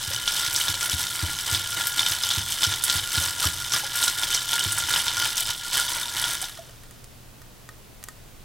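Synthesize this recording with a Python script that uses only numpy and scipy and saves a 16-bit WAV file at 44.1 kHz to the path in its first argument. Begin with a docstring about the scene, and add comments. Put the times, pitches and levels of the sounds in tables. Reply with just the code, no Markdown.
"""A tall glass of iced coffee on a kitchen counter, close to a stereo pair of microphones.
From the start a spoon stirs, about three strokes a second: the cubes grind and clink, the full glass
rings briefly, the drink sloshes, and for five seconds the base thumps on the counter. The whirl rings
loudest near 6 s. Half a second later the stirring stops, and a few soft, dry ticks with a short hollow
ring follow over the hum of the kitchen."""
import sys
import numpy as np
from scipy import signal
from scipy.fft import rfft, irfft, next_fast_len
from scipy.io import wavfile
from scipy.ndimage import uniform_filter1d

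SR = 44100
rng = np.random.default_rng(int(sys.argv[2]) if len(sys.argv) > 2 else 0)


def digitize_waveform(pressure):
    """Quantize a signal to 16-bit integers and store it at the path in sys.argv[1].

    Rows of a 2-D input are taken as channels; values are limited to [-1, 1].
    """
    field = np.atleast_2d(pressure).T
    bounded = np.clip(field, -1, 1)
    quanta = np.round(bounded * 32767).astype(np.int16)
    wavfile.write(sys.argv[1], SR, quanta)


N = 372204

# shoves of the spoon that drive the cubes along the wall:
# (time [s], length [s], level [dB], weight of the low knocks [dB], sharpness [dB])
SPOON_SHOVES = [(0.08, 0.078, -33.5, 0, -4.5), (0.28, 0.19, -27, -6.5, -4.5), (0.507, 0.19, -31, -3, 1.5),
                (0.787, 0.14, -29, -3.5, -1), (0.97, 0.059, -28, -6, -2), (1.123, 0.16, -35, -1, -0.5),
                (1.449, 0.12, -27, -4.5, -2.5), (1.677, 0.2, -33.5, -6, -1.5),
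                (1.748, 0.041, -29.5, 3.5, -5), (1.951, 0.076, -27, -3.5, -4.5),
                (2.036, 0.097, -28.5, -5, -3.5), (2.206, 0.17, -28, -8, -4.5),
                (2.478, 0.046, -30.5, -16, -0.5), (2.6, 0.051, -22.5, -6.5, -5),
                (2.69, 0.049, -29.5, -2, -7), (2.85, 0.13, -28.5, -3, -2), (3.109, 0.17, -27.5, -4.5, -1),
                (3.379, 0.086, -25, -5, -2.7), (3.712, 0.05, -23, -3, -4), (3.826, 0.032, -34, -1, -15),
                (3.927, 0.16, -30, -1.5, 1), (4.16, 0.1, -31, -1.5, -1.5), (4.279, 0.085, -27.5, -7, -4),
                (4.469, 0.18, -28, -5, -2), (4.746, 0.087, -33.5, -0.5, -24),
                (4.866, 0.14, -29, -0.5, -1.5), (5.041, 0.047, -31, 1, -16), (5.149, 0.11, -26.5, -3.5, -5),
                (5.353, 0.05, -25, -13, -1.5), (5.457, 0.048, -25, -8, -5.5), (5.71, 0.092, -24, -5, -3),
                (5.853, 0.16, -34, -0.8, -1.2), (6.128, 0.21, -30, -2.5, -1.5), (6.398, 0.038, -35, -1, -6)]
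# the circling cubes jostle between shoves, slacken once, then drift to rest: (time [s], level [dB])
ICE_CHURN = [(0, -32.5), (2.3, -32.5), (3.05, -32), (3.9, -34), (4.8, -31), (5.48, -32), (5.57, -38.5),
             (5.69, -34.5), (5.8, -30.5), (6.35, -37.5), (6.5, -42.5), (6.63, -53), (7.2, -68), (7.5, -80)]


def stirring(attack_s=0.029, coast_t60=0.21, churn_weight_db=-5.5, churn_sharp_db=-3):
    """Shoves on top of a steady churn, as level, weight and sharpness in dB, sample by sample."""
    t = np.arange(0, N, 32) / SR
    churn_db = np.interp(t, *np.transpose(ICE_CHURN))
    power = np.outer(from_db([0, churn_weight_db, churn_sharp_db]), from_db(churn_db)) ** 2
    for start_s, length_s, level_db, weight_db, sharp_db in SPOON_SHOVES:
        # the cubes pack against the spoon, then coast
        attack = np.clip((t - start_s) / attack_s, 0, 1)
        coast = np.exp(-np.log(1000) * np.maximum(t - start_s - length_s, 0) / coast_t60)
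        power += np.outer(from_db([0, weight_db, sharp_db]), from_db(level_db) * attack * coast) ** 2
    middle_db, low_db, high_db = 10 * np.log10(power)
    return in_time(np.column_stack([t, middle_db, low_db - middle_db, high_db - middle_db]))


# how strongly the cubes ring at each pitch: (frequency [Hz], level [dB])
ICE_SPECTRUM = [(600, -37.5), (900, -22), (1400, -18), (2000, -10.5), (2500, -17), (3200, -11.5),
                (4300, -9), (5600, -13.5), (7000, -11.5), (8500, -7.5), (11000, -8.5), (15000, -14.5)]


def grinding(grind_db, weight_db, sharp_db, contacts_per_s=1400, quality=8.7, share_s=0.02):
    """Cubes knock and slip in quick succession; each contact rings ice modes near a pitch of its own."""
    slip_t60, rustle_t60, rustle_db = 0.012, 0.07, -2
    hits = np.flatnonzero(rng.random(N) < contacts_per_s / SR)
    modes_hz = np.geomspace(600, 15000, 26)
    forces = from_db(5 * np.minimum(rng.exponential(1, len(hits)), 3.0))
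    centre_octaves = rng.uniform(np.log2(modes_hz[0]) - .5, np.log2(modes_hz[-1]) + .5, len(hits))
    friction = rng.standard_normal((4, N))
    out = np.zeros(N)
    for k, hz in enumerate(modes_hz):
        nearness = np.exp(-.5 * (np.log2(hz) - centre_octaves) ** 2)
        strength = forces * rng.standard_normal(len(hits)) * nearness
        # the contacts of one moment share the push of the spoon
        shared = uniform_filter1d(strength ** 2, int(share_s * contacts_per_s))
        strength = rms_one(strength / np.sqrt(shared + np.mean(shared) / 2))
        low, high = np.interp(hz, [2200, 2900], [1, 0]), np.interp(hz, [6000, 8000], [0, 1])
        level_db = at_hz(ICE_SPECTRUM, hz) + grind_db[hits] + low * weight_db[hits] + high * sharp_db[hits]
        clicks = np.zeros(N)
        clicks[hits] = from_db(level_db) * strength * np.sqrt(N / len(hits))
        # after each touch the cube slips for a moment, and its neighbours rustle on
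        slip = linger(clicks ** 2, slip_t60)
        rustle = linger((from_db(rustle_db) * clicks) ** 2, rustle_t60)
        rubbing = np.sqrt(slip + rustle) * friction[k % len(friction)]
        width_hz = hz / quality
        out += resonance(clicks + rubbing, hz, width_hz) * np.sqrt(SR / (np.pi * width_hz))
    return out


# cubes hitting the glass and the spoon: (time [s], level [dB], pitch of the cube [Hz])
CUBE_HITS = [(0.2765, -5.5, 3460), (0.334, -26, 3400), (0.5612, -6, 5330), (0.611, -11.5, 3060),
             (0.6814, -6.5, 3680), (0.7412, -12.5, 4050), (0.9163, -14, 3270), (1.5474, -7, 3670),
             (1.8694, -6, 12700), (1.9924, -5, 3550), (2.063, -7.5, 3520), (2.1132, -9, 10600),
             (2.2347, -11, 3550), (2.303, -12.5, 3550), (2.3116, -10.5, 3620), (2.632, -6, 3600),
             (2.6404, -10, 3100), (2.7229, -14, 3730), (2.838, -2.5, 10000), (2.8976, -4.5, 4030),
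             (2.9133, -14, 3800), (3.176, -10, 4000), (3.3974, -17, 3830), (3.7205, -8.5, 5440),
             (3.7512, -15, 3840), (4.0267, -6, 4000), (4.0387, -5, 7700), (4.0792, -5.5, 3900),
             (4.2331, -8.5, 3400), (4.346, -5.5, 5740), (4.531, -7, 3450), (4.721, -7, 8900),
             (4.783, -7, 8360), (4.9373, -6.5, 3630), (4.9605, -9, 2950), (5.0, -12.5, 3130),
             (5.0806, -7, 3530), (5.254, -16, 2960), (6.24, -8.5, 3360), (6.4153, -11.5, 9300),
             (6.4404, -15.5, 3830)]


def clinks(gain_db=-4.0, cycles=25.6, size=4000):
    """A cube scrapes along and knocks: a crack, its own short ring, rebound chatter, a ping of the wall."""
    out = np.zeros(N)
    for s, level_db, hz in CUBE_HITS:
        crack, skid = rng.standard_normal((2, size))
        crack = rms_one(resonance(crack, 0.46 * min(hz, 8000), 7300))
        skid = resonance(skid * np.abs(skid), hz, 0.61 * hz)
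        skid = rms_one(resonance(skid, hz, 2.7 * hz))
        chatter = from_db(-15) * skid * fade(0.11, size)
        ping = from_db(-29) * ring(1620, 0.029, size)
        knock = ring(hz, cycles / hz, size) + from_db(-12) * crack * fade(0.007, size) + chatter + ping
        scrape = from_db(-22) * (skid * fade(0.025, size))[::-1]   # swells into the knock
        add(out, s + 0.000913 - size / SR, from_db(level_db + gain_db) * np.concatenate([scrape, knock]))
    return out


def tinkles(grind_db, sharp_db, gain_db=-5.5, top_db=7.5, spread_db=11, cycles=95, count=700):
    """Small chips of ice touch and ring briefly, each at a pitch of its own; a few stand out."""
    out = np.zeros(N)
    for when, pitch, chance in rng.random((count, 3)):
        i = int(when * N)
        hz = 2900 * 4.8 ** pitch
        level_db = grind_db[i] + gain_db + pitch * (sharp_db[i] + top_db) + spread_db * chance ** 3
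        add(out, i / SR, from_db(level_db) * ring(hz, cycles / hz, size=1600, rise_s=0.00013))
    return out


# resonances of the filled glass: (frequency [Hz], width [Hz], level [dB])
GLASS_MODES = [(953, 135, 4), (1412.4, 24.3, 21.5), (1660, 30, 7.5), (2036, 25, 3), (2290, 66, 0.5),
               (3045, 88, 6.5), (3354, 170, 0.5), (3635, 72, 3), (4500, 56, -4.5), (5096, 57, 6),
               (5606, 190, 1.5), (6210, 67, 6), (8050, 1470, -4.5)]


def glass(contacts):
    """The contacts, plus the ring they raise in the wall of the glass, which the drink damps."""
    wall = sum(from_db(db) * resonance(contacts, hz, width_hz) for hz, width_hz, db in GLASS_MODES)
    return contacts + wall


# the hollow in the middle of the drink rings more as it deepens: (time [s], level [dB])
WHIRL_RING = [(0, -24), (4.0, -1), (4.8, -4), (6.2, 14.5), (6.6, -4)]


def whirl(contacts, hz=952.0, width_hz=27.0):
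    """The air in the hollow of the whirl rings with the contacts."""
    level_db, = in_time(WHIRL_RING)
    return from_db(level_db) * resonance(contacts, hz, width_hz)


# dull swirl of the drink and rub of the glass on the counter: (frequency [Hz], level [dB])
SWIRL_SPECTRUM = [(45, -17), (85, 0), (130, -2), (200, -12), (260, -19), (315, -2.5), (350, -9),
                  (480, -13.5), (800, -7.5), (1500, -38)]
# air pockets closing in the drink: (time [s], level [dB], pitch [Hz])
AIR_POCKETS = [(3.439, -15.5, 1250), (3.737, -20.5, 1200), (3.833, -25.5, 834), (3.836, -36, 540),
               (4.535, -20, 935), (6.425, -28, 757), (6.588, -27, 665), (6.689, -43, 590)]


def slosh(push_db, swirl_db=-16.0, bubble_db=-13.5, spread_db=13.0, bubbles=170, size=5000):
    """The drink swirls and traps bubbles, which ring with a rising pitch."""
    out = from_db(push_db + swirl_db) * noise(SWIRL_SPECTRUM)
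    for when, pitch, chance in rng.random((bubbles, 3)):
        hz = 520 * 2 ** (2.1 * pitch)
        level_db = push_db[int(when * N)] + bubble_db + spread_db * (2 * chance - 1)
        add(out, when * N / SR, from_db(level_db) * ring(hz, 35 / hz, size, rise_s=0.00053, glide=2.3))
    for s, level_db, hz in AIR_POCKETS:
        add(out, s, from_db(level_db) * ring(hz, 50 / hz, size, rise_s=0.0031, glide=.3))
    return out


# the base of the glass bumping the counter: (time [s], level [dB], pitch [Hz])
BASE_BUMPS = [(0.076, -31.5, 102), (0.305, -54, 91.5), (0.476, -38, 106), (0.691, -31, 101.5),
              (0.932, -25.5, 88.8), (1.227, -21.5, 95.2), (1.522, -25.5, 102.4), (2.104, -35, 104),
              (2.373, -26, 102), (2.668, -27.5, 107), (2.952, -27.5, 102.3), (3.173, -23, 94),
              (3.454, -21.5, 94), (3.754, -43, 98), (4.658, -27.5, 108.4), (4.831, -36, 94)]
# modes of the counter: (frequency [multiple of the bump's pitch], level [dB], t60 [s])
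COUNTER_MODES = [(.84, -6, 0.21), (.93, -6, 0.42), (1.05, 7, 0.056), (1.3, -17.5, 0.22), (1.8, -8.5, 0.089),
                 (2.6, -46, 0.12), (3.15, -7.5, 0.083)]
# shudder of the counter after a bump: (frequency [Hz], level [dB])
SHUDDER_SPECTRUM = [(45, -37), (80, -6), (125, -6.5), (175, -16.5), (250, -26), (305, -15), (400, -27.5),
                    (900, -81)]


def thumps(shudder_db=-17.0, shudder_t60=0.67, size=22000):
    """The stirring rocks the glass; its base softly bumps the counter, which shudders on."""
    bumps, shaking = np.zeros(N), np.zeros(N)
    for s, level_db, hz in BASE_BUMPS:
        add(shaking, s + 0.0106, from_db(level_db + shudder_db) * fade(shudder_t60, size))
        for multiple, mode_db, t60 in COUNTER_MODES:
            add(bumps, s, from_db(level_db + mode_db) * ring(hz * multiple, t60, size, rise_s=0.0039))
    low_cut = signal.butter(4, 62, "high", fs=SR, output="sos")   # the counter radiates little deep bass
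    return signal.sosfilt(low_cut, bumps) + shaking * noise(SHUDDER_SPECTRUM)


# soft, dry ticks after the stirring stops: (time [s], level [dB], relative level of the ring [dB])
DRY_TICKS = [(6.496, -24, -14), (6.576, -32, -4.5), (6.695, -38, -8), (6.835, -36, -10), (6.91, -32.5, -14),
             (7.043, -32, -24), (7.418, -35, -8), (7.690, -29, -4), (8.029, -32, -11), (8.039, -21, -20),
             (8.086, -24, -8)]
# tones of the short, hollow-sounding ring of a tick: (frequency [Hz], level [dB], t60 [s])
TICK_TONES = [(1260, -7, 0.061), (1510, -3.5, 0.02), (1846, -3.5, 0.049), (3470, -13, 0.025)]


def ticks(tick_db=-4.5, tick_t60=0.0026, patter_db=-14.0, patter_t60=0.031, tones_db=-0.5, size=4000):
    """A few soft, dry ticks, each a snap of noise with a short hollow ring."""
    envelope = from_db(tick_db) * fade(tick_t60, size) + from_db(patter_db) * fade(patter_t60, size)
    tones = sum(from_db(tone_db) * ring(hz, t60, size) for hz, tone_db, t60 in TICK_TONES)
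    out = np.zeros(N)
    for s, level_db, ring_db in DRY_TICKS:
        snap = rms_one(resonance(rng.standard_normal(size), 6000, 9000)) * envelope
        add(out, s, from_db(level_db) * (snap + from_db(ring_db + tones_db) * tones))
    return out


# level of the side against the mid, nearly nil from about 1.4 to 3 kHz and higher in the treble: # (frequency
# [Hz], level of side against mid [dB])
SIDE_SPECTRUM = [(90, -15), (300, -35), (700, -19), (1400, -83), (3000, -116), (5000, -19), (9000, -8.5),
                 (15000, -17)]


def kitchen(direct, room_db=-13.0, room_t60=0.75, turn_s=0.0033, size=16000):
    """The room rings faintly; each contact is heard from a direction of its own."""
    echoes = rng.standard_normal(size) * fade(room_t60, size)
    echoes /= np.linalg.norm(echoes)
    mid = direct + from_db(room_db) * signal.fftconvolve(direct, echoes)[:N]
    direction = rms_one(uniform_filter1d(rng.standard_normal(N), int(turn_s * SR)))
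    panned = np.pad(mid * direction, (0, next_fast_len(N) - N))
    side = coloured(panned, SIDE_SPECTRUM)[:N]
    return np.array([mid + side, mid - side])


# room tone common to both microphones: (frequency [Hz], level [dB])
ROOM_TONE_MID = [(12, -28), (20, 2.5), (43, -9.5), (60, -7), (123, -10), (193, -15), (357, -19), (399, -20),
                 (574, -20.5), (949, -24.5), (2390, -28), (2910, -27), (6010, -30.5), (14300, -33.5),
                 (16000, -33)]
# room tone that differs between the microphones: (frequency [Hz], level [dB])
ROOM_TONE_SIDE = [(12, -28), (20, -2), (86, -7), (123, -7.5), (4060, -28.5), (9140, -25.5), (13900, -28),
                  (16000, -29)]


def room_tone(mid_db=-48.0, side_db=-52.5, hum_hz=119.7, hum_db=-56.5):
    """Behind the glass, the soft rumble and hiss of the kitchen and the hum of an appliance."""
    mid = from_db(mid_db) * noise(ROOM_TONE_MID)
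    side = from_db(side_db) * noise(ROOM_TONE_SIDE)
    hum = from_db(hum_db) * np.sqrt(2) * np.sin(2 * np.pi * hum_hz * np.arange(N) / SR)
    return np.array([mid + side, mid - side]) + hum


def from_db(db):
    """Decibels as an amplitude."""
    return 10 ** (np.asarray(db) / 20)


def rms_one(x):
    """A signal scaled to rms 1."""
    return x / np.sqrt(np.mean(x ** 2) + 1e-20)


def in_time(rows):
    """Each column of a curve, sample by sample."""
    s, *columns = np.transpose(rows)
    return [np.interp(np.arange(N) / SR, s, column) for column in columns]


def at_hz(spectrum, hz):
    """A spectrum read on a log-frequency axis."""
    points_hz, points_db = np.transpose(spectrum)
    return np.interp(np.log(hz + 1e-9), np.log(points_hz), points_db)


def coloured(x, spectrum):
    """A signal filtered by a spectrum."""
    gain = from_db(at_hz(spectrum, np.fft.rfftfreq(len(x), 1 / SR)))
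    return irfft(rfft(x) * gain, len(x))


def noise(spectrum):
    """Steady coloured noise of rms 1."""
    return rms_one(coloured(rng.standard_normal(next_fast_len(N)), spectrum)[:N])


def resonance(x, hz, width_hz):
    """Two-pole band-pass with gain 1 at its peak."""
    r = np.exp(-np.pi * width_hz / SR)
    feedback = [1, -2 * r * np.cos(2 * np.pi * hz / SR), r * r]
    return signal.lfilter(np.array([1, 0, -1]) * (1 - r * r) / 2, feedback, x + 1e-18)


def fade(t60, size):
    """An envelope that falls 60 dB in t60 seconds."""
    return np.exp(-np.log(1000) * np.arange(size) / SR / t60)


def ring(hz, t60, size, rise_s=1e-5, glide=0):
    """A dying sine; its pitch climbs by the share glide per second."""
    t = np.arange(size) / SR
    return np.sin(2 * np.pi * hz * t * (1 + glide * t / 2)) * fade(t60, size) * (1 - np.exp(-t / rise_s))


def linger(energy, t60):
    """Energy spread over a dying tail."""
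    r = np.exp(-2 * np.log(1000) / SR / t60)
    return signal.lfilter([1 - r], [1, -r], energy + 1e-18)


def add(out, s, sound):
    """Mix a sound in at time s."""
    i = max(round(s * SR), 0)
    out[i:i + len(sound)] += sound[:N - i]


def scene():
    """Ice, glass and drink close to the microphones, with the kitchen behind."""
    grind_db, weight_db, sharp_db = stirring()
    cubes = from_db(-6) * grinding(grind_db, weight_db, sharp_db)
    contacts = cubes + tinkles(grind_db, sharp_db) + clinks()
    direct = glass(contacts) + whirl(contacts) + slosh(grind_db + weight_db) + thumps() + ticks()
    balance = from_db([[-.2], [.2]])   # the right side is a touch louder
    return (kitchen(direct) + room_tone()) * balance


def record(dry, ceiling=0.7, cutoff_hz=16000):
    """Only the very sharpest peaks are rounded; the top is cut steeply."""
    rounded = dry / (1 + (dry / ceiling) ** 6) ** (1 / 6)
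    return signal.sosfilt(signal.ellip(12, .2, 80, cutoff_hz, fs=SR, output="sos"), rounded)


dry = scene()
out = record(dry)
digitize_waveform(out)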